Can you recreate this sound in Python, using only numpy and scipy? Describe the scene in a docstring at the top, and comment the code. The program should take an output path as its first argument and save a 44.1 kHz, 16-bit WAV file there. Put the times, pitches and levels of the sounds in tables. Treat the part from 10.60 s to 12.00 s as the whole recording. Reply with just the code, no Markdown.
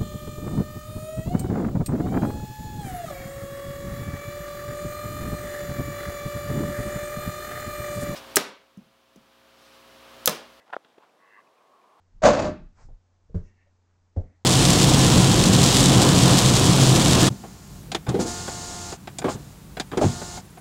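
"""On a frozen lake, the grip on a hand-held camera creaks by stick-slip friction, knocks once,
then rubs and bumps softly; slips and knocks ring the resonances of the case. Far out on the ice
one duck call dies away and a whole one follows, a rattle of pulses filtered by the throat.
Small birds peep. Under it lies a quiet outdoor hush, with a narrow whirr that swells like
far-off tyres."""
import sys
import numpy as np
from scipy import signal
from scipy.fft import rfft, irfft, next_fast_len
from scipy.io import wavfile

SR = 44100
rng = np.random.default_rng(int(sys.argv[2]) if len(sys.argv) > 2 else 0)


def wav_out(sig):
    """Save sig, one row per channel (or a flat mono array), as 16-bit PCM at SR to the path in sys.argv[1]."""
    wavfile.write(sys.argv[1], SR, np.round(np.clip(np.atleast_2d(sig).T, -1, 1) * 32767).astype(np.int16))


N = 61739


def undb(db):
    """Amplitude grows tenfold for every 20 dB."""
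    return 10 ** (np.asarray(db) / 20)


def unit(x):
    """Normalisation to an rms of 1."""
    return x / np.sqrt(np.mean(x ** 2) + 1e-20)


def shape(x, response):
    """Linear filtering multiplies the spectrum by a frequency response."""
    size = next_fast_len(len(x))
    f = np.maximum(np.fft.rfftfreq(size, 1 / SR), 1)
    return irfft(rfft(x, size) * response(f), size)[:len(x)]


def resonance(f, hz, width):
    """A damped oscillator responds as a band-pass, with gain 1 at its centre."""
    return 1j * f * width / (hz * hz - f * f + 1j * f * width)


def noise(points):
    """Coloured noise: white noise filtered by a curve through (Hz, dB) points."""
    hz, db = np.array(points, float).T
    return unit(shape(rng.standard_normal(N), lambda f: undb(np.interp(np.log(f), np.log(hz), db))))


def band(hz, width):
    """Band-limited noise with a Gaussian spectrum."""
    return unit(shape(rng.standard_normal(N), lambda f: np.exp(-((f - hz) / width) ** 2)))


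def walk(rate_hz):
    """Low-pass noise wanders at random, with an rms of 1."""
    return band(0, rate_hz)


def blows(t, rows, modes, grit_db, grit_s, size=2048):
    """Impulse response: each push rings the modes, duller if the contact is soft, amid brief grit."""
    # Each row: frequency in Hz, level in dB.
    grit_spectrum = [(300, 0), (1500, 6), (3200, -1.5), (4500, -3.5), (7500, -12), (15000, -20.5)]
    grit = undb(grit_db) * noise(grit_spectrum)
    f = np.fft.rfftfreq(size, 1 / SR)
    body = sum(undb(db) * resonance(f, hz, width) for hz, width, db in modes)
    out = np.zeros(N)
    for at, db, low_hz, high_hz in rows:
        start = int(at * SR) - size // 2
        span = slice(start, start + size)
        contact = np.exp(-(f / high_hz) ** 2) * (1j * f / (low_hz + 1j * f)) ** 2
        delay = np.exp(-2j * np.pi * f * (at - t[start]))
        ring = irfft(body * contact * delay)
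        crackle = grit[span] * np.exp(-np.abs(t[span] - at) / grit_s)
        out[span] += undb(db) * (ring / np.abs(ring).max() + crackle)
    return out


def grip_creak(t):
    """Stick-slip friction: the grip lets go in jerks, each exciting the modes of the plastic case."""
    # Each row: time in seconds, peak level in dB, lower and upper roll-off in Hz.
    slips = [(.0952, -46, 205, 1770), (.1010, -43, 194, 1400), (0.1046, -45, 695, 2600),
             (0.1287, -26, 249, 2000), (0.1328, -27, 2020, 2070), (0.1339, -24, 2480, 2160),
             (0.1355, -17.5, 417, 1960), (.1386, -28.5, 700, 2000), (0.1425, -24, 388, 2460),
             (0.1441, -25, 263, 1200), (.2481, -42, 4520, 3240)]
    # Each row: frequency in Hz, bandwidth in Hz, gain in dB.
    case_modes = [(460, 450, -18), (799, 82, 2), (973, 300, -5.5), (1423, 131, 5.5), (1840, 110, -21),
                  (2460, 260, -14.5), (2665, 120, -8), (3230, 260, -6.5)]
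    return blows(t, slips, case_modes, grit_db=-31.5, grit_s=0.0011)


def hand_knocks(t):
    """Damped vibration: knocked by the hand, the camera rings dully in the palm."""
    # Each row: time in seconds, peak level in dB, lower and upper roll-off in Hz.
    knocks = [(0.1661, -17.5, 183, 1390), (0.2499, -61, 250, 176), (0.3808, -44.5, 200, 390),
              (0.3831, -46.5, 157, 490)]
    # Each row: frequency in Hz, bandwidth in Hz, gain in dB.
    held_modes = [(412, 210, -9), (625, 290, 12), (1320, 284, 10.5), (1750, 230, -26)]
    return blows(t, knocks, held_modes, grit_db=-30, grit_s=0.00074)


def hand_rubbing(t):
    """Sliding friction: the hand draws smooth swells of grainy noise from the case."""
    # Each row: centre in seconds, half length in seconds, level in dB, relative hiss level in dB.
    rubs = [(0.079, 0.013, -62, -5), (0.104, 0.0027, -53, -5.5), (.132, 0.0048, -40.5, -13.5),
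            (0.155, 0.011, -56.5, 1.5), (0.254, 0.022, -68.5, -4.5), (0.298, 0.052, -80, 9),
            (0.384, 0.0027, -53.5, -6.5), (0.436, 0.02, -58.5, -11), (0.485, 0.0069, -84, 9),
            (1.395, 0.01, -60, -17)]
    # Each row of both spectra: frequency in Hz, level in dB.
    body_spectrum = [(130, -28), (450, -22), (820, 4.5), (1100, -1.5), (1600, -11.5), (2300, -16),
                     (8000, -56)]
    hiss_spectrum = [(1200, 4), (2500, -1.5), (3400, 4.5), (4500, -6.5), (8000, -19), (15000, -45)]
    body, hiss = noise(body_spectrum), noise(hiss_spectrum)
    grain = undb(2.78 * walk(200))
    out = np.zeros(N)
    for at, half, db, hiss_db in rubs:
        swell = np.exp(-.5 * ((t - at) / half) ** 2)
        out += undb(db) * swell * grain * (body + undb(hiss_db) * hiss)
    return out


def duck(t):
    """Source and filter: raspy pulses excite the throat's formants and quicken as each call swells."""
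    # Each row: start, end of the swell and end of the call in seconds, full level in dB.
    calls = [(-.12, .0, 0.054, -62.5), (.57, 0.749, 0.83, -56.5)]
    # Each row: frequency in Hz, bandwidth in Hz of each of four cascaded stages, gain in dB.
    formants = [(1140, 1400, -13.5), (1712, 450, 1), (1998, 290, 2), (2672, 290, -6)]
    rattle_hz, rise_hz, jitter, swell_db = 88, 17, .03, 12.5
    puff_cycles, attack_s, release_s = .3, 0.036, 0.048

    def throat(f):
        """Formant resonances add in parallel."""
        return sum(undb(db) * np.abs(resonance(f, hz, width)) ** 4 for hz, width, db in formants)

    out = np.zeros(N)
    for start, top, end, db in calls:
        effort = np.clip((t - start) / (top - start), 0, 1)
        pulse_hz = (rattle_hz + rise_hz * effort) * (1 + jitter * walk(54))
        phase = np.cumsum(pulse_hz) / SR % 1
        pulses = (np.diff(phase, prepend=0) < 0).astype(float)
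        rasp = rng.standard_normal(N) * np.exp(-phase / puff_cycles)
        smear = .6 * rng.standard_normal(N)  # steady noise stands for the echo off the shore
        voice = unit(shape(unit(pulses) + unit(rasp) + smear, throat))
        gate = np.clip((t - start) / attack_s, 0, 1) * np.clip((end - t) / release_s, 0, 1)
        out += voice * gate * undb(db - swell_db * (1 - effort))
    return out


def small_birds(t):
    """Narrow-band noise has a hoarse pitch; very short bursts of it are heard as peeps."""
    # Each row: centre in seconds, frequency in Hz, level in dB.
    peeps = [(0.495, 2500, -63), (.873, 2500, -62.5), (.983, 2450, -71), (1.217, 2440, -70)]
    half_length_s = 0.0049
    return sum(undb(db) * np.exp(-((t - at) / half_length_s) ** 2) * band(hz, width=140)
               for at, hz, db in peeps)


def far_whirr(t):
    """Random modulation: a tone wavers in pitch within a noise band, and both flutter in level."""
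    # Each row: time in seconds, level in dB.
    levels = [(.5, -105), (.63, -67), (.72, -74.5), (.79, -61.5), (.86, -67), (.95, -70), (1.05, -67.5),
              (1.14, -64), (1.4, -68.5)]
    centre_hz, wobble_hz, tone_db, flutter_db = 1090, 34.4, -3, 3
    tone_hz = centre_hz + wobble_hz * walk(23)
    tone = unit(np.sin(2 * np.pi * np.cumsum(tone_hz) / SR))
    core = band(centre_hz, width=153) + undb(tone_db) * tone
    swell_db = np.interp(t, *np.array(levels).T)
    return core * undb(swell_db + flutter_db * walk(25))


def far_roar(t):
    """Exponential growth: a broader noise band gains level at a constant rate in decibels."""
    final_db, db_per_s = -62.5, 14
    return band(1000, width=303) * undb(final_db + db_per_s * (t - t[-1]))


def outdoor_hush():
    """Stationary broadband noise forms the quiet floor of the open air."""
    # Each row: frequency in Hz, relative level in dB.
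    hush_spectrum = [(25, 2), (60, -12), (90, -8), (150, -8.5), (330, -3), (600, 0.5), (900, -3.5),
                     (1300, -8), (1900, -12.5), (2900, -15), (4500, -19.5), (8000, -26), (15800, -34)]
    return undb(-63) * noise(hush_spectrum)


def scene():
    """Superposition: the pressures of all sources add in one channel."""
    t = np.arange(N) / SR
    handling = grip_creak(t) + hand_knocks(t) + hand_rubbing(t)
    birds = duck(t) + small_birds(t)
    background = far_whirr(t) + far_roar(t) + outdoor_hush()
    return (handling + birds + background)[None]


def record(dry):
    """Band limiting: the camera thins the bass and cuts the highest treble."""
    low_cut_hz, high_cut_hz = 164, 15850
    high_pass = signal.butter(2, low_cut_hz, "high", fs=SR, output="sos")
    low_pass = signal.ellip(10, .2, 70, high_cut_hz, fs=SR, output="sos")
    return signal.sosfilt(low_pass, signal.sosfilt(high_pass, dry))


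dry = scene()
out = record(dry)
wav_out(out)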